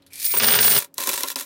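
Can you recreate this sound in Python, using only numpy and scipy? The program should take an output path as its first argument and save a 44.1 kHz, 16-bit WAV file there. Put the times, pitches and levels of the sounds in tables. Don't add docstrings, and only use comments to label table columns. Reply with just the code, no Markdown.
import sys
import numpy as np
from scipy import signal
from scipy.fft import rfft, irfft, next_fast_len
from scipy.io import wavfile
from scipy.ndimage import uniform_filter1d, minimum_filter1d

SR = 44100
rng = np.random.default_rng(int(sys.argv[2]) if len(sys.argv) > 2 else 0)


def inscribe(sig):
    pcm = np.round(np.clip(np.atleast_2d(sig).T, -1, 1) * 32767)
    wavfile.write(sys.argv[1], SR, pcm.astype(np.int16))


N = 63945
T = np.arange(N) / SR

# [f/Hz, level/dB]
HUM_LINES = [(97, -80.5), (161, -72.5), (275, -65.5), (555, -70.5)]
# [f/Hz, level/dB]
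AIR_SPECTRUM = [(30, -21), (65, -25), (130, -6), (350, -0.5), (650, -9.5), (1200, -14),
                (4000, -31), (15000, -36)]
HAND_SPECTRUM = [(25, -13), (80, 12), (200, -1), (700, -17), (3500, -9.5), (15000, -54)]

# [t/s, level/dB]
SCUFFS = [(0.0225, -41), (0.0645, -35.5)]
# [t/s, level/dB]
TICKS = [(0.0222, -49.5), (0.0645, -34), (0.1335, -17.5), (0.157, -18), (0.1815, -25), (0.199, -9.5),
         (0.2285, -10), (0.244, -4), (0.270, -16.5)]
# [t/s, level/dB]
SLIDE_CURVE = [(0.105, -55.5), (0.129, -49.5), (0.247, -29.5), (0.569, -30), (0.597, -63), (0.613, -21),
               (0.785, -23.5)]
# [f/Hz, level/dB]
SLIDE_SPECTRUM = [(300, -42), (1000, -29.5), (2000, -6), (2900, -7), (4500, 2), (7300, -2.5), (9500, 2.5),
                  (12500, 2.5), (15800, -12)]
# [t/s, level/dB]
CUP_RING_CURVE = [(0.105, -57), (0.133, -51), (0.295, -45.5), (0.315, -37), (0.335, -42), (0.39, -38)]

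# [t/s, level/dB]
JINGLE_CURVE = [(0.19, -51), (0.25, -25.5), (0.49, -23.5), (0.785, -18.5)]
# [t/s, level/dB]
CLINKS = [(0.2511, -4), (0.2683, -10), (0.3173, -16), (0.3724, 0), (0.3818, -6.5), (0.4229, -4),
          (0.4426, -4.5), (0.4653, 2.5), (0.4792, 2), (0.5079, 2.5), (0.5226, -1), (0.5501, 0),
          (0.605, 0.5), (0.6131, 1.5), (0.6234, -14), (0.6424, 4), (0.6599, 0.5), (0.6824, 5), (0.6974, 0),
          (0.7102, -2), (0.7224, -1.5), (0.7538, -10), (0.7844, -1.5)]
# [f/Hz, level/dB]
COIN_MODES = [(8733, -5.5), (8775, -9), (8831, -5), (9170, -4.5), (9265, -5), (9480, -3.5), (14690, 2),
              (14880, -1.5), (15020, 5), (15092, 5.5), (15190, -2.5), (15273, -17)]

# [t/s, level/dB]
LANDINGS = [(0.3395, -24), (0.3665, -19), (0.4003, -2.5), (0.4045, -6.5), (0.4335, -12.5), (0.4425, -13),
            (0.486, -6), (0.5055, -14), (0.523, -14.5), (0.5425, -8), (0.556, -12.5), (0.5885, -7.5),
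            (0.628, -9), (0.647, -8.5), (0.680, -5.5), (0.7635, -12.5)]
# [t/s, level/dB]
CHURN_CURVE = [(0.345, -37.5), (0.395, -38.5), (0.399, -26.5), (0.59, -27), (0.785, -28.5)]
# [f/Hz, level/dB]
BASE_SPECTRUM = [(40, -34), (110, -6), (230, 1), (310, -6.5), (410, -2), (900, 2.5), (1600, 2.5), (3000, 3),
                 (5400, 0.5), (7500, -8), (15000, -13.5)]
# [f/Hz, base width/Hz, gain/dB]
BASE_MODES = [(111.5, 8.8, 12.5), (155.5, 15, 6.5), (224, 11, 6), (412, 25.4, 14), (554, 24, 0.5),
              (1441, 18.3, 0), (1613, 116, -2), (2880, 46, 1), (3392, 40, -0.5), (4774, 41, -2)]
# [t/s, level/dB]
BUMPS = [(0.648, -26.5), (1.145, -46.5)]

# [t/s, level/dB]
SHIFT_CURVE = [(0.789, -27.5), (0.846, -37), (0.889, -75)]
# [t/s, level/dB]
DROPS = [(0.8018, -14), (0.8235, -16), (1.0024, -13.5), (1.0368, -12.5), (1.0725, -5), (1.0912, -3.5),
         (1.1325, -10.5), (1.1389, -4), (1.1767, -8), (1.2065, -14.5), (1.2755, -17), (1.3025, -12),
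         (1.3974, -16), (1.4092, -14.5)]
# [t/s, level/dB]
SETTLE_CURVES = [
    [(0.95, -60), (0.968, -54), (0.986, -30), (1.025, -25.5), (1.05, -28), (1.15, -26), (1.27, -34.5),
     (1.315, -28), (1.35, -53.5)],
    [(1.362, -26.5), (1.382, -32.5), (1.41, -29), (1.45, -41)],
]
# [f/Hz, level/dB]
HEAP_SPECTRUM = [(50, -43), (170, -21.5), (280, -6.5), (760, -6.5), (1300, -4.5), (3000, 0), (3900, 2),
                 (7000, 3), (12000, 6), (15800, 2)]
# [t/s, level/dB]
CRACKS = [(0.9812, -7), (1.0998, -6.5), (1.2337, -2.5), (1.2843, -10), (1.3583, -7), (1.3886, -13)]
# [f/Hz, level/dB]
CRACK_SPECTRUM = [(400, -23), (2770, -5), (4100, 3.5), (6000, 1), (12500, 0.5), (16000, -4.5)]
# [t/s, level/dB]
KNOCKS = [(0.340, -15.5), (0.367, -19), (0.984, -19.5), (1.037, -31), (1.076, -17.5), (1.094, -16),
          (1.146, -33), (1.237, -15), (1.362, -19)]
# [f/Hz, level/dB]
KNOCK_SPECTRUM = [(25, -18), (70, -12), (150, -1), (350, 1.5), (700, 0), (1050, -1.5), (1500, -7),
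                  (3000, 1.5), (15000, -57)]
# [f/Hz, base width/Hz, gain/dB]
TUBE_MODES = [(272.4, 14, 10), (397, 54, 8), (565.7, 33, 13), (985, 67, 13), (1047, 31, 14),
              (1372, 43, 9.5), (1730, 270, 1.5), (2341, 16, 6), (2610, 51, -0.5), (3440, 74, 2.5),
              (3900, 41, 6)]

CONTACT_T60_S, SIZE_SPREAD_DB = 0.0036, 5
CUP_HZ, CUP_T60_S, SLIDES_PER_S = 2356, 0.016, 900
COIN_T60_S, COIN_SPREAD_HZ, BOUNCE_S = 0.083, 82, 0.004
STOP_S, CHOKE_T60_S = 0.789, 0.025
LANDING_BAND_HZ, EXTRA_WIDTH_HZ = (1120, 10400), 12
SETTLES_PER_S, SETTLE_T60_S = 1200, 0.029
GRAZE_S, GRAZE_HIGHPASS_HZ = 0.9415, 6000
SHIMMER_BAND_HZ = (5500, 15000)
ROOM_DB, ROOM_T60_S, ROOM_DELAY_S, ROOM_LOWPASS_HZ = -17, 0.13, 0.004, 3500
LIMIT_DB, ATTACK_S, RELEASE_DB_PER_S, CUTOFF_HZ = -5, 0.0015, 598.5, 16000


def from_db(db):
    return 10 ** (np.asarray(db) / 20)


def level(curve):
    t_s, db = np.transpose(curve)
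    outside_s = np.maximum(t_s[0] - T, 0) + np.maximum(T - t_s[-1], 0)
    return from_db(np.interp(T, t_s, db) - 6000 * outside_s)


def colour(x, spectrum):
    size = 2 * next_fast_len(N)
    hz, db = np.transpose(spectrum)
    bins_hz = np.arange(size // 2 + 1) * SR / size
    gain = from_db(np.interp(np.log(bins_hz + 1), np.log(hz), db))
    cepstrum = irfft(np.log(gain / np.sqrt(np.mean(gain ** 2))))
    cepstrum[1:size // 2] *= 2
    cepstrum[size // 2 + 1:] = 0
    return irfft(rfft(x, size) * np.exp(rfft(cepstrum)))[:N]


def strikes(rows):
    t_s, db = np.transpose(rows)
    clicks = np.zeros(N)
    clicks[np.clip((t_s * SR).astype(int), 0, N - 1)] = from_db(db)
    return clicks


def chatter(per_s):
    gaps, signs, sizes = rng.random((3, 4000))
    at = (np.cumsum(2 * gaps) / per_s * SR).astype(int)
    sizes_db = SIZE_SPREAD_DB * np.minimum(-np.log(sizes), 3)
    heights = np.sign(signs - .5) * from_db(sizes_db)
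    clicks = np.zeros(N)
    clicks[at[at < N]] = heights[at < N]
    return clicks / np.std(clicks)


def buzz(clicks, t60_s):
    decay = from_db(-120 / (t60_s * SR))
    power = signal.lfilter([1 - decay], [1, -decay], clicks ** 2 + 1e-18)
    return np.sqrt(power) * rng.standard_normal(N)


def clatter(clicks, t60_s, tail_db):
    return buzz(clicks, CONTACT_T60_S) + from_db(tail_db) * buzz(clicks, t60_s)


def rattle(curve, per_s, t60_s, tail_db):
    collisions = clatter(chatter(per_s), t60_s, tail_db)
    return level(curve) * collisions / np.std(collisions)


def ring(clicks, hz, t60_s):
    radius = from_db(-60 / (t60_s * SR))
    angle = 2 * np.pi * hz / SR
    poles = [1, -2 * radius * np.cos(angle), radius ** 2]
    return signal.lfilter([0, np.sin(angle)], poles, clicks + 1e-18)


def background():
    hum = sum(from_db(db) * np.sqrt(2) * np.sin(2 * np.pi * (hz * T + rng.random()))
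              for hz, db in HUM_LINES)
    hand = level([(0, -64), (STOP_S, -64)]) * colour(rng.standard_normal(N), HAND_SPECTRUM)
    air = from_db(-64) * colour(rng.standard_normal(N), AIR_SPECTRUM)
    return hum + hand + air


def cup():
    slide = from_db(0.5) * rattle(SLIDE_CURVE, SLIDES_PER_S, t60_s=0.036, tail_db=6.5)
    ticks = from_db(1) * clatter(strikes(TICKS), t60_s=0.098, tail_db=5.5)
    wall = ring(chatter(SLIDES_PER_S), CUP_HZ, CUP_T60_S)
    wall = level(CUP_RING_CURVE) * wall / np.std(wall)
    friction = buzz(strikes(SCUFFS), t60_s=0.06)
    scuffs = ring(friction, hz=4060, t60_s=0.004)
    return colour(slide + ticks, SLIDE_SPECTRUM) + wall + scuffs


def ringing_coins():
    t_s = T[:SR // 8]
    modes_hz, modes_db = np.transpose(COIN_MODES)[:, :, None]
    clinks = np.zeros(N + len(t_s))
    for start_s, clink_db in CLINKS:
        detune, lag = rng.uniform(-1, 1, (2, len(modes_hz), 1))
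        age_s = np.maximum(t_s - BOUNCE_S * np.abs(lag), 0)
        envelopes = from_db(clink_db + modes_db - 60 * age_s / COIN_T60_S)
        modes = envelopes * np.sin(2 * np.pi * (modes_hz + COIN_SPREAD_HZ * detune) * age_s)
        start = int(start_s * SR)
        clinks[start:start + len(t_s)] += modes.sum(axis=0)
    jingle = sum(from_db(db) * ring(chatter(per_s=700), hz, t60_s=0.07) for hz, db in COIN_MODES)
    jingle = level(JINGLE_CURVE) * jingle / np.std(jingle)
    return from_db(-19) * clinks[:N] + from_db(1.5) * jingle


def stream_on_base():
    landings = from_db(12) * clatter(strikes(LANDINGS), t60_s=0.034, tail_db=5.5)
    clacks = signal.sosfilt(signal.butter(1, LANDING_BAND_HZ, "band", fs=SR, output="sos"), landings)
    churn = from_db(1.5) * rattle(CHURN_CURVE, per_s=700, t60_s=0.086, tail_db=2.5)
    return can(colour(clacks + churn, BASE_SPECTRUM), BASE_MODES)


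def can(x, modes):
    out = x
    for hz, width_hz, db in modes:
        radius = np.exp(-np.pi * (width_hz + EXTRA_WIDTH_HZ) / SR)
        poles = [1, -2 * radius * np.cos(2 * np.pi * hz / SR), radius ** 2]
        resonance = (1 - radius ** 2) / 2 * signal.lfilter([1, 0, -1], poles, x)
        out = out + from_db(db) * resonance
    return out


def knocks():
    hits = from_db(1.5) * clatter(strikes(KNOCKS), t60_s=0.071, tail_db=5.5)
    return colour(hits, KNOCK_SPECTRUM)


def bumps():
    return ring(strikes(BUMPS), hz=69.5, t60_s=0.056)


def choke():
    return from_db(-60 * np.maximum(T - STOP_S, 0) / CHOKE_T60_S)


def heap():
    drops = from_db(5) * clatter(strikes(DROPS), t60_s=0.031, tail_db=4)
    settle = from_db(-2) * sum(rattle(curve, SETTLES_PER_S, SETTLE_T60_S, tail_db=5.5)
                               for curve in SETTLE_CURVES)
    jingle = from_db(-9) * sum(level(curve) for curve in SETTLE_CURVES) * shimmer()
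    shift = rattle(SHIFT_CURVE, SETTLES_PER_S, SETTLE_T60_S, tail_db=1)
    cracks = from_db(6.5) * buzz(strikes(CRACKS), t60_s=0.015)
    return colour(shift + drops + settle, HEAP_SPECTRUM) + jingle + colour(cracks, CRACK_SPECTRUM)


def graze():
    touch = buzz(strikes([(GRAZE_S, -13.5)]), t60_s=0.018)
    return signal.sosfilt(signal.butter(2, GRAZE_HIGHPASS_HZ, "high", fs=SR, output="sos"), touch)


def shimmer():
    pitches_hz = np.geomspace(*SHIMMER_BAND_HZ, 40) * rng.uniform(.98, 1.02, 40)
    ringing = sum(ring(chatter(per_s=90), hz, t60_s=0.054) for hz in pitches_hz)
    return ringing / np.std(ringing)


def room(x):
    tail = rng.standard_normal(N) * from_db(-60 * T / ROOM_T60_S) * (T > ROOM_DELAY_S)
    tail /= np.sqrt(np.sum(tail ** 2))
    tail = signal.sosfilt(signal.butter(2, ROOM_LOWPASS_HZ, fs=SR, output="sos"), tail)
    return from_db(ROOM_DB) * signal.fftconvolve(x, tail)[:N]


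def scene():
    first_pour = cup() + choke() * (ringing_coins() + stream_on_base())
    coins = first_pour + graze() + can(heap() + knocks(), TUBE_MODES)
    return (coins + room(coins) + bumps() + background())[None]


def record(dry):
    over_db = np.maximum(20 * np.log10(np.abs(dry[0]) + 1e-9) - LIMIT_DB, 0)
    release_db = RELEASE_DB_PER_S * T
    held_db = np.maximum.accumulate(over_db + release_db) - release_db
    window = int(ATTACK_S * SR) + 1
    gain = from_db(uniform_filter1d(minimum_filter1d(-held_db, window), window))
    return signal.sosfilt(signal.ellip(12, .1, 80, CUTOFF_HZ, fs=SR, output="sos"), dry * gain)


dry = scene()
out = record(dry)
inscribe(out)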